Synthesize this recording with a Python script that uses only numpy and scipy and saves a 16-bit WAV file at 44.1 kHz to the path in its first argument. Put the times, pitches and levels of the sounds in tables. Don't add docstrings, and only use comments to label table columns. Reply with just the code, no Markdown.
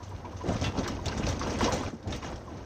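import sys
import numpy as np
from scipy import signal
from scipy.fft import rfft, irfft, next_fast_len
from scipy.io import wavfile

SR = 44100
rng = np.random.default_rng(int(sys.argv[2]) if len(sys.argv) > 2 else 0)


def dump_mix(stems):
    frames = np.atleast_2d(stems).T
    limited = np.clip(frames, -1, 1)
    pcm = np.round(limited * 32767).astype(np.int16)
    wavfile.write(sys.argv[1], SR, pcm)


N = 116865

# frequency in Hz, relative density in dB.
ENGINE_SPECTRUM = [(20, -23), (45, -11.5), (85, 4.5), (130, -16), (180, -25), (260, -18.5), (500, -12.5),
                   (900, -18), (1600, -26), (3000, -38.5), (6300, -34), (7300, -57), (8400, -48),
                   (11000, -57), (13800, -50), (16000, -79)]
GROUND_SPECTRUM = [(15, -58), (28, -21), (38, 10.5), (70, 12), (95, 2), (135, 10.5), (175, -3), (400, -44),
                   (2500, -82)]
SOIL_SPECTRUM = [(60, -21.5), (170, -2), (230, 0.5), (330, 0), (420, -5), (500, -2), (660, -3.5),
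                 (850, -4.5), (1300, -12), (2000, -17), (5000, -53), (10000, -69)]
GRIT_SPECTRUM = [(300, -44.5), (900, 5.5), (1500, 1), (2300, 0), (3500, -1), (4500, -3.5), (5900, 1.5),
                 (6600, -1.5), (7300, -19.5), (8600, -27), (10000, -44), (12000, -52), (14300, -30),
                 (16000, -58)]
SAND_SPECTRUM = [(4000, -15), (6200, 1), (7400, 9.5), (8500, 7.5), (9500, -6.5), (10300, -5),
                 (11500, -14.5), (12800, -7), (13800, 2), (14800, 3), (16000, -16)]
STONE_ON_STEEL_SPECTRUM = [(200, -19), (800, 16.5), (2000, 4.5), (4500, -1), (6200, 3.5), (7200, -7.5),
                           (8600, -14), (10000, -20), (12000, -36), (14300, -18), (16000, -22)]
# multiple of the firing rate, relative level in dB.
ENGINE_ORDERS = [(.5, -16), (1, 12), (2, -38.5)]
# time in seconds, gain in dB.
ENGINE_GAIN = [(0, 2), (.4, 2), (1.85, 6), (1.93, -5), (2.03, -2), (2.1, 2), (2.65, -1.5)]
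# ratio to the clink pitch, relative level in dB, T60 in seconds.
JOINT_MODES = [(1, -1.5, 0.099), (1.07, -4.5, 0.071), (.92, -12, 0.11)]
# start in seconds, level in dB, pitch in Hz.
JOINT_CLINKS = [(.004, -41.5, 972), (.113, -39.5, 952), (.246, -34.5, 967), (0.33, -43, 1010),
                (.407, -32.5, 1000), (0.989, -39.5, 972), (1.606, -27.5, 1057), (2.228, -41.5, 1060),
                (2.477, -39, 1010)]
# frequency in Hz, relative level in dB, T60 in seconds.
TEETH_MODES = [(1340, 0.5, 0.24), (2541, -7, 0.18), (2720, 1.5, 0.23), (2850, -9, .14), (3390, 3.5, 0.15),
               (3840, -7, 0.096)]
SHELL_MODES = [(985, 0, .07), (1060, -8, .05), (505, -12, .06)]
# start in seconds, level in dB.
FLYING_CHIPS = [(.092, -63), (.668, -70), (0.876, -46.5), (1.056, -51), (1.286, -51), (1.5, -61),
                (1.607, -51), (1.7, -57), (1.738, -49), (1.843, -67), (2.16, -54)]
# start in seconds, level in dB, pitch in Hz, decay in seconds.
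CLOD_THUDS = [(.435, -33.5, 350, 0.051), (.48, -24, 111, 0.032), (.485, -33, 513, 0.038),
              (.553, -30.5, 268, .015), (.61, -26, 93.6, 0.044), (.616, -32.5, 516, .01),
              (.655, -27.5, 83, 0.016), (.675, -36, 244, 0.023), (.777, -23, 237, 0.013),
              (1.056, -29, 87, 0.044), (1.06, -34, 516, 0.024), (1.19, -28, 218, 0.024),
              (1.266, -29, 83.5, .04), (1.27, -32, 485, 0.027), (1.478, -39, 317, .015),
              (1.605, -28.5, 752, .02), (1.612, -23.5, 284, 0.029), (1.645, -28, 533, 0.05),
              (1.715, -34, 135, .025), (1.723, -29, 550, 0.029), (1.803, -29.5, 267, 0.01),
              (1.924, -33.5, 233, 0.019), (2.072, -39.5, 313, 0.031), (2.295, -42, 580, 0.019),
              (2.51, -43, 261, 0.014)]
# start in seconds, level in dB, band centre in Hz, decay in seconds.
STONE_CRACKS = [(0.03, -52, 5450, 0.032), (.25, -47.5, 2560, 0.014), (.368, -50, 4630, 0.027),
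                (0.563, -39.5, 3860, 0.013), (0.613, -31.5, 6140, 0.0056), (.641, -30.5, 3700, 0.011),
                (.661, -34, 2800, 0.019), (0.789, -43.5, 6200, 0.02), (0.8462, -39, 2500, 0.0056),
                (.877, -34.5, 4220, 0.013), (1.057, -31, 6530, 0.0089), (1.082, -31, 3900, 0.0069),
                (1.118, -37, 2080, 0.013), (1.175, -39.5, 6500, 0.017), (1.267, -28, 4200, 0.0038),
                (1.288, -33, 4500, 0.012), (1.393, -38, 6100, 0.0089), (1.413, -31, 1840, 0.014),
                (1.477, -42, 3830, 0.0087), (1.587, -37.5, 6550, 0.012), (1.607, -27.5, 1940, 0.0076),
                (1.643, -28, 4170, 0.013), (1.7204, -34, 5680, 0.039), (1.787, -40.5, 5000, 0.013),
                (2.028, -53.5, 4730, .012), (2.074, -45, 5700, 0.011), (2.123, -35.5, 3390, .017),
                (2.224, -50.5, 3500, 0.033), (2.358, -46.5, 5000, 0.0078), (2.58, -49.5, 2020, 0.014)]
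# time in seconds, then grit, soil and ground levels in dB.
DIG_LEVELS = [(0, -62, -50.5, -51), (.2, -58, -51.5, -45), (.26, -67, -42.5, -54), (.32, -59, -48.5, -56),
              (0.421, -58.5, -47.5, -57), (.49, -41, -32.5, -33), (.57, -46, -40, -34.5),
              (.67, -41, -36, -51), (.73, -53, -42, -47), (.79, -42.5, -34, -42), (.89, -44, -35.5, -38),
              (1.01, -54, -43, -41), (1.1, -45, -41, -50), (1.19, -47, -35.5, -35.5),
              (1.31, -39, -36.5, -36), (1.38, -50, -41, -36), (1.42, -45, -35, -43),
              (1.52, -39, -32.5, -38), (1.585, -44, -37, -39.5), (1.63, -35, -34, -34),
              (1.75, -41.5, -33.5, -39), (1.8, -46.5, -36, -46), (1.883, -43.5, -36.5, -38),
              (1.913, -56.5, -46.5, -52), (2.0, -63, -51, -51), (2.06, -63, -43.5, -63),
              (2.09, -52, -36.5, -40.5), (2.15, -42.5, -40, -37), (2.21, -53.5, -47, -44),
              (2.25, -46.5, -39, -41), (2.31, -48, -40, -42), (2.37, -55.5, -43.5, -40),
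              (2.43, -61, -46.5, -51), (2.51, -58, -44, -48), (2.59, -56.5, -45, -52),
              (2.65, -60, -50.5, -48)]
GRIT_COLUMN, SOIL_COLUMN, GROUND_COLUMN = 1, 2, 3


def amp(db):
    return 10 ** (np.asarray(db) / 20)


def unit(x):
    return x / np.sqrt(np.mean(x ** 2) + 1e-20)


def add(mix, start_s, sound):
    part = mix[max(0, round(start_s * SR)):][:len(sound)]
    part += sound[:len(part)]


def colour(x, spectrum):
    size = next_fast_len(len(x) + 4096)
    hz, db = np.transpose(spectrum)
    bin_hz = abs(np.fft.fftfreq(size, 1 / SR))
    log_gain = np.log(amp(np.interp(np.log(bin_hz + 1), np.log(hz), db)))
    response = np.exp(np.conj(signal.hilbert(log_gain)))
    return np.fft.ifft(np.fft.fft(x, size) * response).real[:len(x)]


def band(x, hz, q):
    return signal.lfilter(*signal.iirpeak(min(hz, SR / 4), max(q, hz / (SR / 4)), SR), x)


def drift(hz):
    rolloff = 1 + (np.fft.rfftfreq(N, 1 / SR) / hz) ** 4
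    return unit(irfft(rfft(rng.standard_normal(N)) / rolloff, N))


def envelope(table, column=1):
    rows = np.array(table)
    return amp(np.interp(np.arange(N) / SR, rows[:, 0], rows[:, column]))


def steel_ring(t, modes):
    return sum(amp(db - 60 * t / t60_s) * np.sin(2 * np.pi * hz * t) for hz, db, t60_s in modes)


def grains(per_s, spread_db, flurry_db, span_hz, q, bands):
    out = np.zeros(N)
    knots = np.arange(0, N + 600, 600)
    for hz in np.geomspace(*span_hz, bands):
        sizes = amp(spread_db * np.minimum(rng.exponential(1, N), 3)) * rng.choice([-1, 1], N)
        flurry = amp(flurry_db * np.interp(np.arange(N), knots, rng.standard_normal(len(knots))))
        hits = rng.random(N) < per_s / bands / SR
        out += band(sizes * flurry * hits, hz, q) / np.sqrt(hz)
    return unit(out)


def cab(x, t60_s, wet_db, echoes_per_s=2000):
    t = np.arange(SR // 4) / SR
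    echoes = rng.standard_normal(len(t)) * (rng.random(len(t)) < echoes_per_s / SR)
    tail = echoes * (t > .002) * amp(-60 * t / t60_s)
    return x + amp(wet_db) * signal.fftconvolve(x, tail / np.linalg.norm(tail))[:N]


def engine(firing_hz=94.6, tone_db=-45.5, rattle_db=-49):
    cycles = np.cumsum(firing_hz * (1 + 0.031 * drift(hz=10.5))) / SR
    tone = sum(amp(db) * np.sin(2 * np.pi * (k * cycles + rng.random())) for k, db in ENGINE_ORDERS)
    rattle = unit(colour(rng.standard_normal(N) * amp(0.73 * drift(hz=50)), ENGINE_SPECTRUM))
    tone = unit(tone * amp(6.6 * drift(hz=23)))
    return envelope(ENGINE_GAIN) * (amp(tone_db) * tone + amp(rattle_db) * rattle)


def joint_clinks(rise_s=0.0018, grate_decay_s=0.013):
    t, out = np.arange(SR // 4) / SR, np.zeros(N)
    for start_s, db, hz in JOINT_CLINKS:
        ring = sum(amp(mode_db - 60 * t / t60_s) * np.sin(2 * np.pi * (hz * ratio * t + rng.random()))
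                   for ratio, mode_db, t60_s in JOINT_MODES)
        noise = rng.standard_normal(len(t))
        grate = unit(band(band(noise, hz, q=12), hz, q=6.3)) * np.exp(-t / grate_decay_s)
        add(out, start_s, amp(db) * (ring + 0.56 * grate) * np.minimum(t / rise_s, 1))
    return out


def teeth_ring(start_s=.643, level_db=-39):
    t, out = np.arange(SR // 3) / SR, np.zeros(N)
    add(out, start_s, amp(level_db) * steel_ring(t, TEETH_MODES))
    return out


def shell_clank(start_s=1.679, level_db=-17.5, rise_s=0.0034):
    t, out = np.arange(SR // 6) / SR, np.zeros(N)
    add(out, start_s, amp(level_db) * steel_ring(t, SHELL_MODES) * np.minimum(t / rise_s, 1))
    return out


def sand(re_grit_db=-20.5, chip_decay_s=0.0094):
    t = np.arange(SR // 10) / SR
    ticks = grains(per_s=1700, spread_db=-0.5, flurry_db=3.5, span_hz=(6000, 15100), q=3.5, bands=8)
    slide = unit(colour(ticks * amp(3.5 * drift(hz=30)), SAND_SPECTRUM))
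    out = amp(re_grit_db) * slide * envelope(DIG_LEVELS, GRIT_COLUMN)
    for start_s, db in FLYING_CHIPS:
        chip = unit(colour(rng.standard_normal(len(t)), SAND_SPECTRUM))
        add(out, start_s, amp(db) * chip * np.exp(-t / chip_decay_s))
    return out


def clod_thuds(rise_s=0.0086):
    t, out = np.arange(SR // 3) / SR, np.zeros(N)
    for start_s, db, hz, decay_s in CLOD_THUDS:
        shape = np.minimum(t / rise_s, 1) * np.exp(-np.maximum(t - rise_s, 0) / decay_s)
        rush = shape * band(band(rng.standard_normal(len(t)), hz, q=1.37), hz, q=1.37)
        boom = shape * np.sin(2 * np.pi * hz * t)
        shape_rms = np.sqrt(np.mean(shape ** 2))
        add(out, start_s, amp(db) * unit(unit(rush) + 0.36 * unit(boom)) * shape_rms)
    return out


def stone_cracks(rise_s=0.00073):
    t, out = np.arange(SR // 5) / SR, np.zeros(N)
    for start_s, db, hz, decay_s in STONE_CRACKS:
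        snaps, sizes = rng.standard_normal((2, len(t)))
        shower = band(snaps * amp(5.3 * sizes), hz, q=0.72)
        body = sum(band(shower, hz * ratio, q=22) for ratio in rng.uniform(.55, 1.4, 5))
        burst = unit(colour(unit(shower) + .7 * unit(body), STONE_ON_STEEL_SPECTRUM))
        add(out, start_s, amp(db) * burst * np.minimum(t / rise_s, 1) * np.exp(-t / decay_s))
    return out


def pebble_clacks(per_s=280, spread_db=3.2, t60_s=.045, candidates=900):
    t, out = np.arange(SR // 16) / SR, np.zeros(N)
    for position, chance, size, *pitches in rng.random((candidates, 7)):
        if chance < per_s * N / SR / candidates:
            modes_hz = 1100 + 6000 * np.array(pitches)[:, None] ** 1.2
            ring = np.sin(2 * np.pi * modes_hz * t).sum(0) * amp(-60 * t / t60_s)
            size_db = spread_db * min(-np.log(size), 2.5)
            add(out, position * N / SR, ring * amp(size_db))
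    return unit(out)


def digging():
    clumps = drift(hz=41.7)
    fines = grains(per_s=5500, spread_db=0, flurry_db=6.5, span_hz=(1034, 15300), q=5.4, bands=22)
    crunch = fines * amp(1.5 * clumps) + .55 * pebble_clacks()
    grit = unit(colour(crunch, GRIT_SPECTRUM)) * envelope(DIG_LEVELS, GRIT_COLUMN)
    crumbs = grains(per_s=3600, spread_db=2, flurry_db=2.73, span_hz=(171.5, 2100), q=5.7, bands=20)
    tumble = colour(crumbs, SOIL_SPECTRUM) * amp(0.84 * clumps)
    soil = unit(tumble) * envelope(DIG_LEVELS, SOIL_COLUMN)
    rumble = colour(rng.standard_normal(N), GROUND_SPECTRUM)
    ground = unit(rumble) * envelope(DIG_LEVELS, GROUND_COLUMN)
    return cab(grit, t60_s=0.039, wet_db=-8.5) + soil + ground


def scene():
    earth = digging() + cab(stone_cracks() + sand(), t60_s=0.029, wet_db=-9) + clod_thuds()
    steel = teeth_ring() + shell_clank() + joint_clinks()
    return (earth + steel + engine())[None]


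def record(dry):
    lowpass = signal.firwin(511, 15850, window=("kaiser", 9), fs=SR)
    return signal.oaconvolve(dry, lowpass[None], "same")


dry = scene()
out = record(dry)
dump_mix(out)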